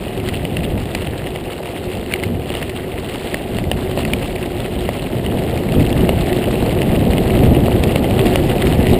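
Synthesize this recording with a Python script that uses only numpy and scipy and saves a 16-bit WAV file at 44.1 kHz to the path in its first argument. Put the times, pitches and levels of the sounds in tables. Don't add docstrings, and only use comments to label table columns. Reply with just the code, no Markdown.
import sys
import numpy as np
from scipy import signal
from scipy.fft import rfft, irfft, next_fast_len
from scipy.io import wavfile
from scipy.ndimage import map_coordinates

SR = 44100
rng = np.random.default_rng(int(sys.argv[2]) if len(sys.argv) > 2 else 0)


def log_audio(samples):
    frames = np.atleast_2d(samples).T
    limited = np.clip(frames, -1, 1)
    pcm = np.round(limited * 32767).astype(np.int16)
    wavfile.write(sys.argv[1], SR, pcm)


N = 396459

# frequency_hz, gain_db
BUFFET_SPECTRUM = [(12, -22), (28, -9), (55, -3), (90, -1), (150, -3), (250, -5.5), (400, -16),
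                   (700, -28.5), (1500, -71)]
RUSH_SPECTRUM = [(100, -20), (250, -2), (330, 0.5), (480, 0), (690, -5.5), (830, -9.5), (1000, -20),
                 (1400, -29.5), (3000, -33), (6000, -71)]
# middle_s, length_s, strength_db
GUSTS = [(.57, 1, 7.5), (1.1, .4, 4.5), (1.62, 0.31, -7), (1.95, 0.36, 2.5), (2.33, 0.33, 5.5),
         (3.15, 1, -1), (3.7, 0.88, 4), (4.1, 0.42, 4), (5.79, .16, 7.5), (6.02, 0.2, 6), (7.05, 0.54, 2.5),
         (7.48, 0.52, 6.5), (8.3, 0.52, -1.5), (8.69, 0.13, 6), (8.92, 0.1, 5.5)]

def wind(lump_db=1.2, flutter_db=2, drift_db=0.94, rush_gust_share=0.13):
    gust_db = swells(GUSTS)[0] + drift_db * wobble(8)
    eddies = wobble(60)
    buffet = unit(coloured(rng.standard_normal(N), BUFFET_SPECTRUM) * amp(lump_db * eddies))
    rush = coloured(rng.standard_normal(N), RUSH_SPECTRUM)
    rush = unit(rush * amp(eddies + flutter_db * wobble(140)))
    buffet_db = speed_level(start_db=-27, doubling_db=12.8) + gust_db
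    rush_db = speed_level(start_db=-28.5, doubling_db=9.2) + rush_gust_share * gust_db
    return amp(buffet_db) * buffet + amp(rush_db) * rush


# frequency_hz, gain_db
CRUNCH_SPECTRUM = [(200, -44), (700, 1), (1100, -1), (1550, -3.5), (2000, 1.5), (2350, -1), (2800, 3),
                   (3400, -2.5), (4200, -6.5), (5000, -13), (6000, -16)]
# middle_s, length_s, crunch_db, drone_db
PATCHES = [(.25, 0.4, 1, 4), (.7, 0.58, -1.5, 3), (1.0, 0.3, 2, -2), (2.39, 0.3, -4.5, -1),
           (2.54, 0.21, 5.5, 6.5), (3.3, 0.46, 1.5, 0), (4.0, 0.15, 2, 3.5), (6.27, 0.82, 1, 4.5),
           (6.6, 0.54, 2.5, 0.5), (7.42, 0.66, 1, 4.5), (8.26, .25, 4, 8), (8.52, 0.89, 3, 4.5),
           (8.93, 0.13, 2.5, 9.5)]

def gravel(clump_db=2, bump_db=1.75, grit_db=2.0, drift_db=.5, shudder_db=1):
    crunch_db = speed_level(start_db=-34, doubling_db=3.6) + swells(PATCHES)[0] + drift_db * wobble(8)
    load = amp(bump_db * wobble(42) + shudder_db * wobble(240))
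    snaps = amp(clump_db * wobble(250)) * pebbles()
    crunch = load * (snaps + amp(grit_db) * rng.standard_normal(N))
    return amp(crunch_db) * unit(coloured(crunch, CRUNCH_SPECTRUM))


def pebbles(spread_db=4.5, t60_s=0.0047, count=24000):
    when, pitch, rank = rng.random((count, 3)).T[:, :, None]
    lag = np.arange(SR // 200)
    pitch_hz = 500 + 5000 * pitch
    size = amp(-spread_db * np.log(np.maximum(rank, .015)))
    snaps = size * np.sin(2 * np.pi * pitch_hz * lag / SR) * amp(-60 * lag / SR / t60_s)
    positions = (when * N).astype(int) + lag
    return unit(np.bincount(positions.ravel(), snaps.ravel(), N)[:N])


def tyre_drone(hum_hz=366, width_hz=38, upper_hz=690, upper_db=-9):
    drone_db = speed_level(start_db=-32.5, doubling_db=6.9) + swells(PATCHES)[1]
    shaking = rng.standard_normal(N)
    modes = [(hum_hz, width_hz, 0), (upper_hz, 2 * width_hz, 0)]
    hum, upper = [unit(resonate(resonate(shaking, [mode]), [mode])) for mode in modes]
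    return amp(drone_db) * (hum + amp(upper_db) * upper)


# frequency_hz, gain_db
CRACK_SPECTRUM = [(200, 4), (800, -9), (1400, -14.5), (2000, 9.5), (2400, 5), (2800, 11), (3400, -1.5),
                  (4300, -4.5), (6000, -15)]
# centre_hz, width_hz, gain_db
CASE_MODES = [(356, 56, -7), (565, 170, 7.5), (640, 110, -6), (1040, 1200, -20)]
# start_s, level_db, ring_hz, knock_db (re the click), ring_db (re the crack)
CONTACTS = [(0.288, -8.5, 2000, -16, -1), (0.452, -9.5, 2900, -10, 4), (0.569, -6.5, 2740, -20, 6),
            (0.950, -4, 2010, -9, -12), (1.270, -12.5, 2800, -8, -3), (1.360, -13.5, 2350, -1.5, -9),
            (2.123, -10, 2680, -20, -6), (2.138, 0, 2260, -22, 2), (2.160, -14, 2100, -15, 1),
            (2.236, -6, 2130, -16, 5), (2.503, -13, 2860, 1, 3), (2.552, -10, 2530, -5, -12),
            (2.627, -11, 1930, -16, 2), (2.695, -14, 1990, -12, -11), (3.344, -3, 1900, -8, 4),
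            (3.586, -12.5, 3100, -1, -4), (3.715, -2.5, 2500, -5, -8), (3.975, -13, 1820, 4.5, -2),
            (4.051, -8, 2600, -7, -5), (4.135, -1, 2400, -13, 3), (4.890, -11.5, 1890, 7, 4),
            (5.263, -11, 3050, -15, 3), (5.928, -11, 3350, -1.5, 1), (6.092, -4.5, 2230, 4, -6.5),
            (6.329, -10, 2900, -8, -12), (6.818, -7, 1990, -7, -4), (7.182, -8, 2920, -2, 3),
            (7.683, -16, 1900, 13, 2), (7.837, -4, 2070, -9, -7), (7.959, -4, 2390, -0.5, -6),
            (8.043, -10.5, 2020, -2, 1), (8.193, -7, 3340, 0.5, -3), (8.268, -10, 2780, -1, 2),
            (8.358, -2.5, 2890, 0, -8), (8.624, -6.5, 2020, -12, 4), (8.869, -7.5, 1940, -5, 1)]

def clicks(chatter_db=-9, chatter_t60_s=0.011, ring_t60_s=0.012, contact_s=0.00044):
    out, t = np.zeros(N + SR), np.arange(SR // 16) / SR
    blow = 1. * (t == 0)
    half_sine = np.sin(np.pi * np.minimum(t / contact_s, 1))
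    knock = resonate(half_sine, CASE_MODES)
    knock /= np.abs(knock).max()
    for start_s, level_db, ring_hz, knock_db, ring_db in small_stones() + CONTACTS:
        chatter = amp(chatter_db - 60 * t / chatter_t60_s) * rng.standard_normal(len(t))
        crack = unit(coloured(blow + chatter, CRACK_SPECTRUM, size=1024))
        ring = unit(np.sin(2 * np.pi * ring_hz * t) * amp(-60 * t / ring_t60_s))
        click = 0.075 * unit(crack + amp(ring_db) * ring)
        out[round(start_s * SR):][:len(t)] += amp(level_db) * (click + amp(knock_db) * knock)
    return out[:N]


def small_stones(count=48, scatter_db=2.5, low_hz=1900, high_hz=3100, knock_db=-6, ring_db=-3.5):
    place, size, pitch = rng.random((count, 3)).T
    distance = np.cumsum(2 ** speed_doublings())
    onset = np.searchsorted(distance, place * distance[-1])
    level_db = speed_level(start_db=-18.5, doubling_db=6)[onset] + scatter_db * (2 * size - 1)
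    ring_hz = low_hz + (high_hz - low_hz) * pitch
    return [(s, db, hz, knock_db, ring_db) for s, db, hz in zip(onset / SR, level_db, ring_hz)]


# time_s, speed_ratio
RIDE_SPEED = [(0, 1), (3.0, 1), (4.001, 1.2), (5.05, 1.19), (5.45, 1.54), (6.301, 1.56), (6.8, 1.83),
              (9, 1.92)]

def speed_doublings():
    time_s, speed_ratio = np.transpose(RIDE_SPEED)
    return np.log2(np.interp(np.arange(N) / SR, time_s, speed_ratio))


def speed_level(start_db, doubling_db):
    return start_db + doubling_db * speed_doublings()


def swells(rows):
    rows, t = np.array(rows), np.arange(N) / SR
    coarse_s = t[::SR // 500]
    phase = (coarse_s - rows[:, :1]) / rows[:, 1:2]
    humps = np.cos(np.pi * np.clip(phase, -.5, .5)) ** 2
    return [np.interp(t, coarse_s, db) for db in rows[:, 2:].T @ humps]


def wobble(rate_hz):
    knots = rng.standard_normal(int(N * rate_hz / SR) + 4)
    return map_coordinates(knots, [np.arange(N) * rate_hz / SR])


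def coloured(x, spectrum, size=8192):
    hz, db = np.transpose(spectrum)
    gain = amp(np.interp(np.log(np.fft.rfftfreq(size, 1 / SR) + 1), np.log(hz), db))
    cepstrum = irfft(np.log(gain))[:size // 2]
    cepstrum[1:] *= 2
    impulse_response = irfft(np.exp(rfft(cepstrum, size)))
    return signal.fftconvolve(x, impulse_response)[:len(x)]


def resonate(x, modes):
    return filtered(x, lambda hz: sum(amp(db) * 1j * hz * width / (centre**2 - hz**2 + 1j * hz * width)
                                      for centre, width, db in modes))


def filtered(x, response):
    size = next_fast_len(len(x) + SR // 10)
    return irfft(rfft(x, size) * response(np.fft.rfftfreq(size, 1 / SR)), size)[:len(x)]


def amp(db):
    return 10 ** (np.asarray(db) / 20)


def unit(x):
    return x / np.sqrt(np.mean(x ** 2) + 1e-20)


def scene():
    return (wind() + gravel() + tyre_drone() + clicks())[None]


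def record(dry, edge_hz=5400, hold_hz=12000, top_hz=15350):
    narrow = filtered(dry[0], lambda hz: (hz < hold_hz / 2) / np.sqrt(1 + (hz / edge_hz) ** 20))
    rounded = narrow / (1 + narrow ** 10) ** (1 / 10)
    mirrored = rounded * (1 + 2 * np.cos(2 * np.pi * hold_hz * np.arange(N) / SR))
    return filtered(mirrored, lambda hz: np.sinc(hz / hold_hz) * (hz < top_hz))[None]


dry = scene()
out = record(dry)
log_audio(out)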